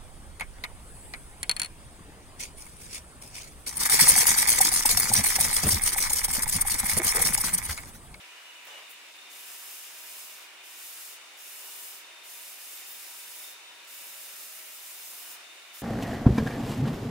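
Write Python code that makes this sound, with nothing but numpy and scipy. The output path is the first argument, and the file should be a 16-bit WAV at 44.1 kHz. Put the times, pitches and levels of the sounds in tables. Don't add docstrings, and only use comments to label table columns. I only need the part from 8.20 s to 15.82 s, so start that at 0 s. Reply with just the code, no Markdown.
import sys
import numpy as np
from scipy import signal
from scipy.fft import rfft, irfft, next_fast_len
from scipy.io import wavfile
from scipy.ndimage import uniform_filter1d, map_coordinates

SR = 44100
rng = np.random.default_rng(int(sys.argv[2]) if len(sys.argv) > 2 else 0)


def inscribe(sig):
    pcm = np.round(np.clip(np.atleast_2d(sig).T, -1, 1) * 32767)
    wavfile.write(sys.argv[1], SR, pcm.astype(np.int16))


def volts(x):
    e = np.asarray(x, float) / 20
    return 10 ** e


N = 336042
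WHEEL_HZ = 25.6

# time in seconds, half length in seconds,
# change of pressure in dB, change of the tip's sizzle on the belt in dB.
GRIPS = [(1.47, 0.088, -0.5, -1), (1.72, 0.088, -4.5, -2), (2.005, 0.061, 3, -4), (2.622, 0.07, 2, -2),
         (3.677, 0.098, 2, 1), (4.37, .025, -4, 1), (4.44, 0.055, 0.5, -1), (4.647, 0.032, -2.5, -4),
         (4.75, 0.068, -1.5, -5), (4.88, .04, 0.5, -1), (5.0, 0.16, -0.5, -2), (5.85, 0.25, -0.5, 2),
         (6.22, .04, 1, 0), (6.49, 0.081, -2, 1), (6.603, .025, -2.5, 0), (6.91, .05, 1.5, -1)]
# time in seconds, half length in seconds, dip in dB.
SPLICE = (.93, 0.012, -7)


def pressure():
    # touch in seconds, lift in seconds, full rasp in dB,
    # build-up in seconds, ease-off in seconds.
    strokes = [(1.094, 2.29, -51, 0.11, 0.14), (2.428, 3.0, -51, 0.14, 0.045),
               (3.164, 3.848, -52, 0.043, 0.062), (4.03, 5.379, -52, 0.042, 0.038),
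               (5.64, 5.671, -46, .05, .003), (5.661, 7.195, -52.5, 0.034, 0.025),
               (7.529, 7.9, -54, 0.0071, .04)]
    touch_s, leave_s = 0.0064, 0.032
    light_db, last_db = -10, -17.5
    gain, into = np.zeros(N), np.zeros(N)
    soft_db = bumps([row[:3] for row in GRIPS])
    for touch, lift, db, build, ease in strokes:
        age, left, contact = gate(touch, lift, touch_s, leave_s)
        touching = contact > 0
        soft_db = soft_db + touching * (light_db * np.exp(-age / build) + last_db * np.exp(-left / ease))
        gain = gain + volts(db) * contact
        into = into + touching * age
    return gain * volts(soft_db), soft_db, into


def rasp(gain, soft_db, into):
    # frequency in Hz, level in dB per Hz.
    grit_colour = [(1500, -120), (2800, -7), (4000, -4.5), (5100, -0.5), (6000, -1), (6600, 0), (9600, 3),
                   (11500, 3), (15000, 3.5), (17000, -6.5)]
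    # frequency in Hz, width in Hz, level in dB.
    blade_modes = [(5280, 98, -12.5), (5610, 49, -29), (6420, 120, 3), (7540, 91, -1.5), (9100, 490, -2.5),
                   (9970, 87, -1.5), (14500, 90, -2)]
    # frequency in Hz, left-right likeness from 0 to 1.
    rasp_alike = [(3000, .1), (5200, 0.39), (6100, 0.27), (7000, 0.63), (8800, 0.41), (11500, 0.34),
                  (14000, 0.5), (16000, 0.45)]
    # frequency in Hz, width in Hz, level in dB re rasp.
    blade_song = [(5220, 50, -12), (5620, 50, -19)]
    # (time in seconds, half length in seconds, rise in dB).
    tip_song = (15500, 160, -27, (4.7, .3, 12))
    # time in seconds, half length in seconds, extra sizzle in dB.
    flare = (4.725, .05, 10.5)

    wear_db = 0.12 * (np.arange(N) / SR - 4)
    body_db = -1.93 - 0.5 * soft_db + wear_db
    tip_db = bumps([(s, half, tip) for s, half, _, tip in GRIPS])
    sizzle_db = 0.6 + 1.5 * into + tip_db + bumps([flare])

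    colour = lambda hz: volts(along(grit_colour, hz)) * ringing(blade_modes, hz)
    grit = rush(colour, rasp_alike, patchy_db=0.55, grain_db=1.5)
    body, edge, sizzle = split(grit, low_hz=7440, high_hz=11940)
    mix = volts(body_db) * unit(body) + unit(edge) + volts(sizzle_db) * unit(sizzle)

    for hz, width, db in blade_song:
        song_db = db + 1.5 * (into - 0.5) + 1.5 * wobble(6)
        mix += volts(song_db) * singing(hz, width, apart=0.37)
    tip_hz, tip_width, whistle_db, swell = tip_song
    mix += volts(whistle_db + bumps([swell])) * singing(tip_hz, tip_width, apart=0.5)

    turn = 2 * np.pi * np.cumsum(WHEEL_HZ * (1 + 0.018 * wobble(1.88))) / SR
    throb_db = 0.51 * np.sin(turn) + 0.27 * np.sin(3 * turn) + 0.5 * wobble(18)
    return gain * volts(throb_db + 0.28) * mix


def groan(gain):
    # frequency in Hz, level in dB per Hz.
    groan_colour = [(80, -120), (130, -18), (170, -5), (210, 0), (280, -6), (500, -120)]
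    frame = filtered(rng.standard_normal(N), lambda hz: volts(along(groan_colour, hz)))
    load = uniform_filter1d(gain, size=4410)
    return volts(-35 + 2.8 * wobble(2.22)) * load * unit(frame)


def handling():
    # frequency in Hz, level in dB per Hz.
    heap_colour = [(120, -120), (200, -40), (350, -9), (600, 0), (1000, -1), (1900, -4), (2900, -1),
                   (3800, -7), (6000, -20), (9000, -60)]
    jingle_colour = [(800, -120), (3000, -30), (5000, 2), (7000, 3), (10000, -3), (14000, -2),
                     (15700, -11.5)]
    # frequency in Hz, level in dB.
    steel_colour = [(1500, -120), (5000, -33), (7000, -10), (10000, -5), (12000, -8), (14600, -3),
                    (16000, -8)]
    # time in seconds, peak in dB, decay by 60 dB in seconds.
    clink_rows = [(0.4494, -41, 0.062), (0.4674, -41.5, 0.05), (0.6928, -38, 0.046), (0.7033, -36, 0.11),
                  (0.7344, -44, 0.05)]

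    drop_s, slide_s, land_s, settle_s = 0.466, 0.14, 0.0032, 0.032
    gated = gate(drop_s, drop_s + slide_s + 2 * settle_s, land_s, settle_s)
    age, _, slide = (curve[:SR] for curve in gated)
    heap_db = -49 - 25 * age + 1.2 * wobble(90)[:SR]
    jingle_db = -53 - 67 * age + 2.2 * wobble(67.5)[:SR]

    heap = rush(lambda hz: volts(along(heap_colour, hz)), [(300, 0.9), (2000, 0.3)],
                patchy_db=0.7, grain_db=3, size=SR)
    jingle = rush(lambda hz: volts(along(jingle_colour, hz)), [(9000, 0.3)],
                  patchy_db=1.5, grain_db=3, size=SR)
    steel = rush(lambda hz: volts(along(steel_colour, hz)), [(9000, 0.4)],
                 patchy_db=1.5, grain_db=2.5, size=SR)

    t, clinks = np.arange(SR) / SR, np.zeros(SR)
    for s, db, t60 in clink_rows:
        since = np.maximum(t - s, 0)
        clinks += volts(db - 7 - 60 * since / max(t60, 0.005)) * (1 - np.exp(-since / 0.002))
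    falling = slide * (volts(heap_db) * unit(heap) + volts(jingle_db) * unit(jingle))
    first = falling + clinks * unit(steel)
    return np.pad(first, [(0, 0), (0, N - SR)])


def shed(x):
    # frequency in Hz, decay by 60 dB in seconds.
    decay = [(300, 0.17), (4000, 1), (15000, 0.17)]
    hz, t, z = signal.stft(rng.standard_normal((2, SR // 2)), SR, nperseg=256)
    fading = z * volts(-60 * t / along(decay, hz)[:, None])
    tail = signal.istft(fading, SR, nperseg=256)[1]
    return signal.fftconvolve(x, tail / np.linalg.norm(tail[0]), axes=1)[:, :N]


def whines(load):
    # time in seconds, half length in seconds, change in dB.
    chirps = [(.15, 0.17, -7), (.85, .1, -6), (.6, .2, -0.5), (1.06, .13, 4.5), (2.32, .05, -9),
              (4.0, 0.28, 4), (4.63, 0.17, 5.5), (5.04, 0.05, 7), (5.26, 0.09, 8.5), (5.48, 0.064, 7.5),
              (5.85, .2, 2.5), (6.42, .12, -5), (6.8, .15, 1), (7.32, .04, 7), (7.58, .06, 6)]
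    # time in seconds, half length in seconds, rise in dB.
    slips = [(.3, 0.37, 12), (.56, 0.065, 8.7), (3.5, 0.14, 11), (5.1, 0.17, 5.7), (5.5, .1, 6.2),
             (7.06, .08, 9)]
    turns = np.cumsum(WHEEL_HZ * (1 + 0.1 * wobble(6))) / SR
    flutter_db = 3 * np.sin(2 * np.pi * turns) + 2.5 * wobble(90)
    whine_db = -62 - 4.5 * load + bumps(chirps) + flutter_db
    squeal_db = -69.5 + bumps(slips) + 3 * wobble(40)
    whine = volts(whine_db) * singing(3648, width=55, apart=0.4)
    return whine + volts(squeal_db) * singing(2915, width=90, apart=0.8)


def motor():
    tooth_hz = (80.8, 79.4)
    # multiple of the tooth rate, level in dB.
    teeth = [(2, -27), (3, -16), (4, -12), (5, -6), (7, -6), (8, -3), (9, -5), (10, -7), (14, -11),
             (17, -0.5), (20, -6)]
    # time in seconds, half length in seconds, change in dB.
    lulls = [(.3, .4, 0), (.9, 0.088, -7), (2.9, 0.42, -18), (4.4, 0.17, -14), (6.5, 0.52, -11),
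             (7.55, 0.37, -20)]
    rate = np.where(np.arange(N) / SR < SPLICE[0], *tooth_hz)
    hum_db = -68 + bumps(lulls) + 2.5 * wobble(8)
    hum = volts(hum_db) * singing(12 * rate, width=11, apart=0.5)
    for k, db in teeth:
        hum += volts(db - 74 + 3 * wobble(2.5)) * singing(k * rate, width=7 + k, apart=0.03 * k)
    return hum


def shop():
    # frequency in Hz, level in dB per Hz; first the drone, then the idle belts' hiss.
    drone_colour = [(15, -85), (25, -74), (300, -17.5), (333, -12.5), (363, -15), (421, -13.5), (701, -10),
                    (964, -8), (1610, -4.5), (3600, 4.5), (4000, -13), (5200, -44), (8800, -120)]
    hiss_colour = [(1000, -120), (2800, -60), (3400, 2.5), (3900, 3), (4400, 0.5), (6000, -1.5), (9800, -4),
                   (10600, -8), (15500, -11.5), (17000, -22)]
    # frequency in Hz, width in Hz, level in dB over the drone.
    frame_modes = [(2270, 27, 1), (2457, 9, 8.5), (2620, 17, 3), (2880, 340, 0)]
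    # frequency in Hz, left-right likeness from 0 to 1.
    shop_alike = [(60, 0.81), (150, .995), (380, 1), (950, 0.62), (2380, 0.16), (4000, 0.08)]
    # time in seconds, half length in seconds, rise in dB.
    surges = [(3.5, 0.12, 1.5), (7.12, 0.1, 3)]
    drone_db = -59.5 + bumps(surges) + bumps([SPLICE]) + 0.054 * wobble(2.6)
    belts_db = -51.5 + bumps([SPLICE]) - 0.2 * np.arange(N) / SR + 0.22 * wobble(7.6)
    idle_db = -54 + 0.5 * wobble(3)
    colour = lambda hz: volts(along(drone_colour, hz)) * ringing(frame_modes, hz)
    air = rush(colour, shop_alike, patchy_db=0.82, grain_db=-0.44)
    drone, belts, _ = split(air, low_hz=1536, high_hz=3010)
    hiss = rush(lambda hz: volts(along(hiss_colour, hz)), [(4000, 0.023), (15000, 0.055)],
                patchy_db=0.5, grain_db=-0.5)
    return volts(drone_db) * unit(drone) + volts(belts_db) * unit(belts) + volts(idle_db) * unit(hiss)


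def rush(colour, alike, patchy_db, grain_db, size=N):
    grains = rng.standard_normal((2, size)) * volts(grain_db * np.minimum(rng.exponential(size=size), 4))
    z = signal.stft(grains, nperseg=512)[2]
    field = uniform_filter1d(rng.standard_normal(z.shape[1:]), size=8, axis=0)
    field = uniform_filter1d(field, size=12, axis=1)
    pair = signal.istft(z * volts(patchy_db * unit(field)), nperseg=512)[1][:, :size]
    turn = lambda hz: np.arccos(np.clip(along(alike, hz), -1, 1)) / 2
    mid, side = filtered(pair, lambda hz: colour(hz) * [np.cos(turn(hz)), np.sin(turn(hz))])
    return np.array([mid + side, mid - side])


def singing(hz, width, apart):
    phase = 2 * np.pi * np.cumsum(hz + width / 2 * wobble(2 * width)) / SR
    lead = apart * wobble(12)
    return np.sqrt(2) * np.sin([phase + lead, phase - lead])


def ringing(modes, hz):
    power = 1
    for centre, width, db in modes:
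        power = power + volts(2 * db) / (1 + (2 * (hz - centre) / width) ** 2)
    return np.sqrt(power)


def split(x, low_hz, high_hz):
    under = lambda edge: filtered(x, lambda hz: 1 / (1 + (hz / edge) ** 8))
    low, most = under(low_hz), under(high_hz)
    return low, most - low, x - most


def filtered(x, response):
    m = next_fast_len(x.shape[-1] + 8192, real=True)
    spectrum = rfft(x, m) * response(np.fft.rfftfreq(m, 1 / SR))
    return irfft(spectrum, m)[..., :x.shape[-1]]


def gate(start, stop, rise, fall):
    t = np.arange(N) / SR
    age, left = np.maximum(t - start, 0), np.maximum(stop - t, 0)
    return age, left, (1 - np.exp(-age / rise)) * (1 - np.exp(-(left / fall) ** 2))


def bumps(rows):
    s, half, db = np.transpose(rows)
    coarse = np.arange(0, N + 64, 64)
    curve = np.exp(-((coarse[:, None] / SR - s) / half) ** 2) @ db
    return np.interp(np.arange(N), coarse, curve)


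def wobble(rate):
    coarse = np.arange(0, N + 64, 64)
    knots = rng.standard_normal(int(N * rate / SR) + 4)
    return np.interp(np.arange(N), coarse, map_coordinates(knots, [coarse * rate / SR]))


def along(points, hz):
    f, v = np.transpose(points)
    return np.interp(np.log(hz + 1), np.log(f + 1), v)


def unit(x):
    return x / np.sqrt(np.mean(x ** 2) + 1e-20)


def scene():
    gain, soft_db, into = pressure()
    grinding = rasp(gain, soft_db, into)
    hands = handling()
    near = grinding + hands + groan(gain)
    echo = shed(volts(-7) * grinding + volts(-7.5) * hands)
    return near + echo + whines(gain / gain.max()) + motor() + shop()


def band_limit(x):
    return signal.sosfilt(signal.butter(12, 17070, fs=SR, output="sos"), x)


def record(dry):
    # frequency in Hz, left minus right in dB, left lead in radians; the bass agrees.
    MATCHED = [(350, .4, 0)]
    port_rows = MATCHED + [(1000, 1.5, -0.25), (1910, -1.3, -0.6), (2840, 0, -0.048), (3550, 2.5, 0.43),
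                 (5070, -1, -0.38), (6300, 1.0, -0.8), (7900, 0.0, 1.0), (9200, -5.0, 0.42),
                 (10400, -2.0, .9), (11700, 1, .3), (13800, -2.0, .2), (15500, 9, 0.36)]
    top_hz = 15770
    hz0, tilt_db, lead = np.transpose(port_rows)
    half = lambda hz: volts(np.interp(hz, hz0, tilt_db) / 2) * np.exp(0.5j * np.interp(hz, hz0, lead))
    ports = filtered(dry, lambda hz: [half(hz), 1 / half(hz)] * (hz < top_hz)[None])
    return band_limit(ports)


dry = scene()
out = record(dry)
inscribe(out)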